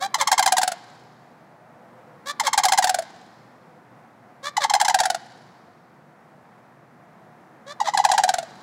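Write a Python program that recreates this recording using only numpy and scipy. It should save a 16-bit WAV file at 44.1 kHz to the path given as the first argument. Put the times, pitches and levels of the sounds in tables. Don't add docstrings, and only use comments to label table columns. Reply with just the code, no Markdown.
import sys
import numpy as np
from scipy import signal
from scipy.fft import rfft, irfft, next_fast_len
from scipy.io import wavfile

SR = 44100
rng = np.random.default_rng(int(sys.argv[2]) if len(sys.argv) > 2 else 0)


def transcribe(signal):
    frames = np.atleast_2d(signal).T
    limited = np.clip(frames, -1, 1)
    pcm = np.round(limited * 32767).astype(np.int16)
    wavfile.write(sys.argv[1], SR, pcm)


N = 380505
EDGE_HZ = 15900

# start t/s, top pitch before warm-up and sag f/Hz,
# base levels of fundamental, overtones and closing hoot, each level/dB, top-octave gain of all bird sound level/dB
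ROLLS = [(0.143, 1088, -15.5, -17.2, -20, 4), (2.398, 1080, -19.3, -18, -17.3, 4),
         (4.568, 1055, -22, -19.2, -15.8, -1.5), (7.802, 1010, -18.5, -28.7, -14, -5)]


def gain_of(db):
    return 10 ** (np.asarray(db) / 20)


def evened(x):
    return x / np.sqrt(np.mean(x ** 2) + 1e-20)


def read(points, hz):
    f, value = np.transpose(points)
    return np.interp(np.log(hz + 1), np.log(f + 1), value)


def add(mix, s, sound):
    part = mix[max(round(s * SR), 0):][:len(sound)]
    part += sound[:len(part)]


def wander(count, hz):
    knots = rng.standard_normal(count)
    return np.interp(np.arange(count) * hz / SR, np.arange(count), knots)


def swell(t, centre, rise, fall):
    attack = np.exp(-((t - centre) / rise) ** 2)
    release = 1 / np.cosh((t - centre) / fall)
    return np.where(t < centre, attack, release)


def drone(count, centre_hz, width_hz):
    size = next_fast_len(count, True)
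    hz = np.fft.rfftfreq(size, 1 / SR)
    resonance = 1 / (1 + (2 * (hz - centre_hz) / width_hz) ** 2)
    noise = irfft(rfft(rng.standard_normal(size)) * resonance, size)
    return evened(noise[:count])


def traffic():
    # f/Hz, level/dB
    air_colour = [(15, -92), (25, -56), (84, -18), (102, -12), (134, -3.5), (242, -2.5), (270, -7.5),
                  (335, -5), (416, -10), (503, -6.5), (545, -8), (734, -5), (1890, -15), (2910, -29),
                  (16000, -45)]
    # t/s, level/dB
    air_level = [(0, -49.5), (1.5, -51.5), (2.1, -50), (3.5, -51), (6.8, -52.5), (8.6, -47.5)]
    hz = np.fft.rfftfreq(N, 1 / SR)
    air = evened(irfft(rfft(rng.standard_normal(N)) * gain_of(read(air_colour, hz)), N))
    course_db = np.interp(np.arange(N) / SR, *np.transpose(air_level))
    return air * gain_of(course_db + .5 * wander(N, 7))


def ventilation():
    # centre f/Hz, half-amplitude width f/Hz, mean level/dB
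    hum_tones = [(121, 6, -71), (152, 8, -67), (239.7, 8, -69.5), (719, 38, -64.5)]
    swell_db, swell_rate_hz = 1.3, 1.3
    out = np.zeros(N)
    for f, width, db in hum_tones:
        out += gain_of(db + swell_db * wander(N, swell_rate_hz)) * drone(N, f, width)
    return out


def passing_drones():
    # middle t/s, length t/s, centre f/Hz, half-amplitude width f/Hz, level before the fade level/dB
    drone_swells = [(1.1, .76, 126.3, 14, -62), (1.755, 1.15, 674, 210, -56), (2.05, .85, 505, 30, -55),
                    (3.7, .72, 498, 21, -60.5), (4.3, 1.4, 121, 8, -62), (6.05, .62, 147, 8.4, -63)]
    out = np.zeros(N)
    for s, length, f, width, db in drone_swells:
        fade = np.hanning(round(length * SR))
        add(out, s - length / 2, gain_of(db) * fade * drone(len(fade), f, width))
    return out


def background():
    return traffic() + ventilation() + passing_drones()


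def scatter(count, per_s):
    return rng.standard_normal(count) * (rng.random(count) < per_s / SR)


def yard(x, wet_db=-26):
    # f/Hz, level/dB
    tail_colour = [(200, -17), (800, 3), (2000, 9), (5000, 0.5), (9000, -11.5), (15000, -1.5)]
    # f/Hz, t/s
    tail_t60 = [(200, 2.5), (800, 1.4), (2000, 1.2), (5000, 1.8), (10000, 1.5), (15000, 0.51)]
    # delay t/s, level/dB
    far_walls = [(.157, -40), (.318, -38.5)]
    hz, t, z = signal.stft(scatter(SR * 3 // 2, 1400), SR, nperseg=256)
    decay_db = -60 * t / read(tail_t60, hz)[:, None]
    build_up = 1 - np.exp(-t / .011)
    z *= gain_of(read(tail_colour, hz)[:, None] + decay_db) * build_up
    tail = signal.istft(z, SR, nperseg=256)[1]
    out = gain_of(wet_db) * signal.fftconvolve(x, tail / np.linalg.norm(tail))[:N]
    dulled = signal.lfilter(*signal.butter(2, 8000, fs=SR), x)
    for delay, db in far_walls:
        add(out, delay, gain_of(db) * dulled)
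    return out


def wall(x, delay=0.012, echo_db=-13, scatter_db=-12.0, scatter_t60=0.12, dull_hz=4500):
    t = np.arange(SR // 8) / SR
    spray = np.sign(scatter(len(t), 1100)) * gain_of(-60 * t / scatter_t60) * (t > .001)
    response = gain_of(scatter_db) * spray / np.linalg.norm(spray)
    response[round(delay * SR)] += gain_of(echo_db)
    dulled = signal.lfilter(*signal.butter(1, dull_hz, fs=SR), response)
    return signal.fftconvolve(x, dulled)[:N]


def glass_porch(x, delay=.018, echo_db=-19, dull_hz=7000):
    out = np.zeros(N)
    add(out, delay, gain_of(echo_db) * signal.lfilter(*signal.butter(1, dull_hz, fs=SR), x))
    return out


def turned_away(voice, from_s, boost_db):
    overtones = signal.sosfilt(signal.butter(3, 1600, "high", fs=SR, output="sos"), voice)
    return gain_of(boost_db) * overtones * (np.arange(N) / SR > from_s)


def aimed(x, beam_hz=9000):
    top = signal.sosfiltfilt(signal.butter(2, beam_hz, "high", fs=SR, output="sos"), x)
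    starts, *_, brilliance_db = np.transpose(ROLLS)
    top_gain = gain_of(np.interp(np.arange(N) / SR, starts, brilliance_db))
    return x + top * (top_gain - 1)


def ringing(points, size=1024):
    log_gain = np.log(gain_of(read(points, abs(np.fft.fftfreq(size, 1 / SR)))))
    spectrum = np.exp(np.conj(signal.hilbert(log_gain)))
    return np.fft.ifft(spectrum).real[:size // 2]


def tone(hz):
    return np.sqrt(2) * np.cos(2 * np.pi * np.cumsum(hz) / SR)


def syrinx(hz, rough, throat, jitter, smear_s=0.00078):
    turns = np.cumsum(hz * (1 + jitter * wander(len(hz), 900))) / SR
    k = np.arange(2, 30)[:, None]
    lag = smear_s * (k * hz.mean()) ** 2 / EDGE_HZ / 2
    slaps = (np.cos(2 * np.pi * (k * turns - lag)) * (k * hz < EDGE_HZ)).sum(0)
    slaps *= gain_of(2 * wander(len(hz), 1100))
    puffs = (0.59 + np.exp(-(turns % 1) / 0.27)) * rng.standard_normal(len(hz))
    rough = np.clip(rough, 0, 1)
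    drive = np.sqrt(1 - rough) * evened(slaps) + np.sqrt(rough) * evened(puffs)
    return evened(signal.fftconvolve(drive, throat)[:len(hz)])


def honk(length, over_db, first_hz, aimed_hz, glide, tone_db, rough):
    # f/Hz, level/dB
    nasal = [(300, -27.5), (800, 1), (1170, 10.5), (1450, -0.5), (1720, 7.5), (2300, -1.5), (2750, -12.5),
             (3550, 4.5), (5100, -4), (7000, -5.5), (10000, -17), (15000, -27)]
    u = np.linspace(0, 1, round(length * SR))
    hz = aimed_hz + (first_hz - aimed_hz) * np.exp(-u * length / glide)
    effort = signal.windows.tukey(len(u), .3)
    flutter_db = 3 * np.sin(2 * np.pi * (75 * length * u + rng.random()))
    flutter = gain_of(flutter_db + 1.2 * wander(len(u), 200))
    hoarse = tone(hz * (1 + .05 * rough * wander(len(u), 180)))
    hoarse *= gain_of(3.1 * rough * wander(len(u), 300))
    rasp = syrinx(hz, rough, ringing(nasal), jitter=.07 * rough)
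    rasp *= swell(u, 0.63, 0.44, 0.27) * flutter
    return effort * (gain_of(tone_db) * hoarse + gain_of(over_db) * rasp)


def honks():
    # start t/s, length t/s, overtones before envelope level/dB
    opening_honks = [(.0, 0.054, -29), (2.253, 0.072, -28.5), (4.425, .075, -29), (7.658, .08, -38.5)]
    # start t/s, aimed pitch f/Hz,
    # overtones before envelope level/dB
    falling_honks = [(.176, 545, -26.5), (2.428, 543, -27), (4.596, 543.4, -24.5), (7.838, 640, -30)]
    # start t/s, length t/s, overtones before envelope level/dB
    squeal = (.013, .06, -33)
    out = np.zeros(N)
    for s, length, over_db in opening_honks:
        add(out, s, honk(length, over_db, first_hz=522, aimed_hz=622, glide=.05, tone_db=-44.0, rough=.22))
    for s, aimed_hz, over_db in falling_honks:
        add(out, s, honk(.066, over_db, first_hz=700, aimed_hz=aimed_hz, glide=.016, tone_db=-37, rough=.55))
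    start_s, length, over_db = squeal
    add(out, start_s, honk(length, over_db, first_hz=717, aimed_hz=818, glide=.029, tone_db=-27, rough=.2))
    return out


def roll_at(s):
    return ROLLS[sum(s > row[0] - .5 for row in ROLLS[1:])]


def tiring(s, accent_db, voice, air):
    warm_up_share, warm_up_s = .04, .06
    rasp_follows = .35
    top_hz, tone_db, over_db, hoot_db = voice
    lasts_s, steepness, sag, tone_fade_db, over_fade_db, hoot_fade_db = air
    age = max(s - roll_at(s)[0], 0)
    spent = (age / lasts_s) ** steepness
    hz = top_hz * (1 - warm_up_share * np.exp(-age / warm_up_s) - sag * spent)
    tone_db = tone_db + accent_db + tone_fade_db * spent ** 2
    over_db = over_db + rasp_follows * accent_db + over_fade_db * spent ** 2
    hoot_db = hoot_db + accent_db + hoot_fade_db * spent ** 2
    return s, hz, tone_db, over_db, hoot_db


def rattle(notes, pipe, rough, jitter, rasp_at, rasp_fall, tone_at, tone_fall, hoot_at, hoot_fall,
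           pipe_hz, pull, catch_db=-21):
    out, throat = np.zeros(N), ringing(pipe)
    lead = .008
    t = np.arange(2600) / SR - lead
    sunk = 1 / (1 + np.exp(-(t - .008) / 0.001))
    slack = 1 / (1 + np.exp(-(t - .012) / 0.0018))
    catch = gain_of(catch_db) * swell(t, -.004, 0.0018, 0.0017)
    for s, hz, tone_db, over_db, hoot_db in notes:
        drop_hz = pull * (pipe_hz - hz)
        burst = swell(t, rasp_at, 0.0018, rasp_fall)
        rasp = burst * syrinx(hz + drop_hz * slack, rough, throat, jitter)
        rasp *= np.linalg.norm(burst) / np.linalg.norm(rasp)
        strike = gain_of(tone_db) * (swell(t, tone_at, 0.0024, tone_fall) + catch)
        hoot = gain_of(hoot_db) * swell(t, hoot_at, 0.0027, hoot_fall)
        body = np.hypot(strike, hoot)
        body *= gain_of(2 * sunk * wander(len(t), 300))
        unsteady = 1 + .035 * wander(len(t), 350)
        fundamental = body * tone((hz + drop_hz * sunk) * unsteady)
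        add(out, s - lead, fundamental + gain_of(over_db) * rasp)
    return out


def low_voice():
    # t/s, accent level/dB
    low_notes = [(.316, 1.5), (.393, 0.5), (.461, 0.5), (.522, 1.5), (.581, -1), (.631, -1.5), (.677, -1.5),
                 (.718, -7.5), (2.577, 1.5), (2.653, 0.5), (2.721, 0.5), (2.784, 1.5), (2.842, .5),
                 (2.894, 0.5), (2.944, 0.5), (2.987, 0.5), (3.022, -12.5), (4.737, 1.5), (4.813, -1),
                 (4.882, 0), (4.944, 3.5), (5.002, 0), (5.055, -2), (5.101, 0.5), (5.146, -2.5),
                 (7.974, -2.5), (8.049, 0), (8.116, -1.5), (8.179, 0.5), (8.236, 2), (8.29, 0.5),
                 (8.339, -0.5), (8.384, 0), (8.428, -9.5)]
    # f/Hz, level/dB
    low_pipe = [(100, -11.5), (500, -10.5), (1250, -0.5), (1600, 8.5), (2200, -3), (2750, -3), (4300, 3.5),
                (5900, -1.5), (7600, 1), (9200, -6), (10200, -2), (12200, -19), (15500, -16)]
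    # top pitch before warm-up and sag f/Hz, fundamental, overtones, closing hoot level/dB
    low_base = (822, -14.7, -14.7, -18.9)
    # air lasts t/s, steepness, pitch sag share, fades of fundamental, overtones, hoot level/dB
    low_air = (.6, 5, .165, -3.5, -13, -17)
    notes = [tiring(s, db, low_base, low_air) for s, db in low_notes]
    return rattle(notes, low_pipe, rough=0.59, jitter=0.037, rasp_at=0.0016, rasp_fall=0.0038, tone_at=.0032,
                  tone_fall=0.0033, hoot_at=.0125, hoot_fall=.005, pipe_hz=667.5, pull=.5)


def high_voice():
    # t/s, accent level/dB
    high_notes = [(.143, -.5), (.211, 1), (.273, .5), (.326, -.5), (.379, 1), (.426, -1.5), (.475, -0.5),
                  (.568, -1.5), (.615, -3.5), (2.398, 0), (2.469, 1), (2.531, .5), (2.586, -1.5),
                  (2.635, 2), (2.684, -1.5), (2.732, -3), (2.776, 0), (2.824, -1), (2.871, -.5),
                  (4.568, 0.5), (4.638, .5), (4.697, 0), (4.75, 0), (4.8, -.5), (4.848, .5), (4.897, -1),
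                  (4.988, 0.5), (5.034, -1), (7.802, 0), (7.874, 0), (7.937, -0.5), (7.989, 2), (8.04, 0.5),
                  (8.089, .5), (8.136, 1), (8.187, 2.5), (8.279, 1)]
    # f/Hz, level/dB
    high_pipe = [(100, -15.5), (500, -15), (1400, 3), (2050, 6), (2600, -9), (3200, 1.5), (5300, 0.5),
                 (7500, 1.5), (9200, -14.5), (10500, -9.5), (13200, -25), (15000, -22)]
    # air lasts t/s, steepness, pitch sag share, fades of fundamental, overtones, hoot level/dB
    high_air = (0.54, 4, .285, -1.5, -12, -15)
    notes = [tiring(s, db, roll_at(s)[1:5], high_air) for s, db in high_notes]
    return rattle(notes, high_pipe, rough=0.36, jitter=.024, rasp_at=.0019, rasp_fall=0.0051, tone_at=.002,
                  tone_fall=0.0019, hoot_at=.0125, hoot_fall=.0036, pipe_hz=790, pull=0.74)


def scene():
    high = high_voice()
    birds = high + low_voice() + honks()
    beamed = birds + turned_away(high, from_s=6.5, boost_db=10.5)
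    echoes = glass_porch(high) + wall(beamed) + yard(beamed)
    return (aimed(birds) + echoes + background())[None]


def record(dry):
    ceiling, knee = .75, 6
    rounded = dry / (1 + abs(dry / ceiling) ** knee) ** (1 / knee)
    low_pass = signal.firwin(511, EDGE_HZ, window=("kaiser", 9), fs=SR)
    return signal.oaconvolve(rounded, low_pass[None], "same")


dry = scene()
out = record(dry)
transcribe(out)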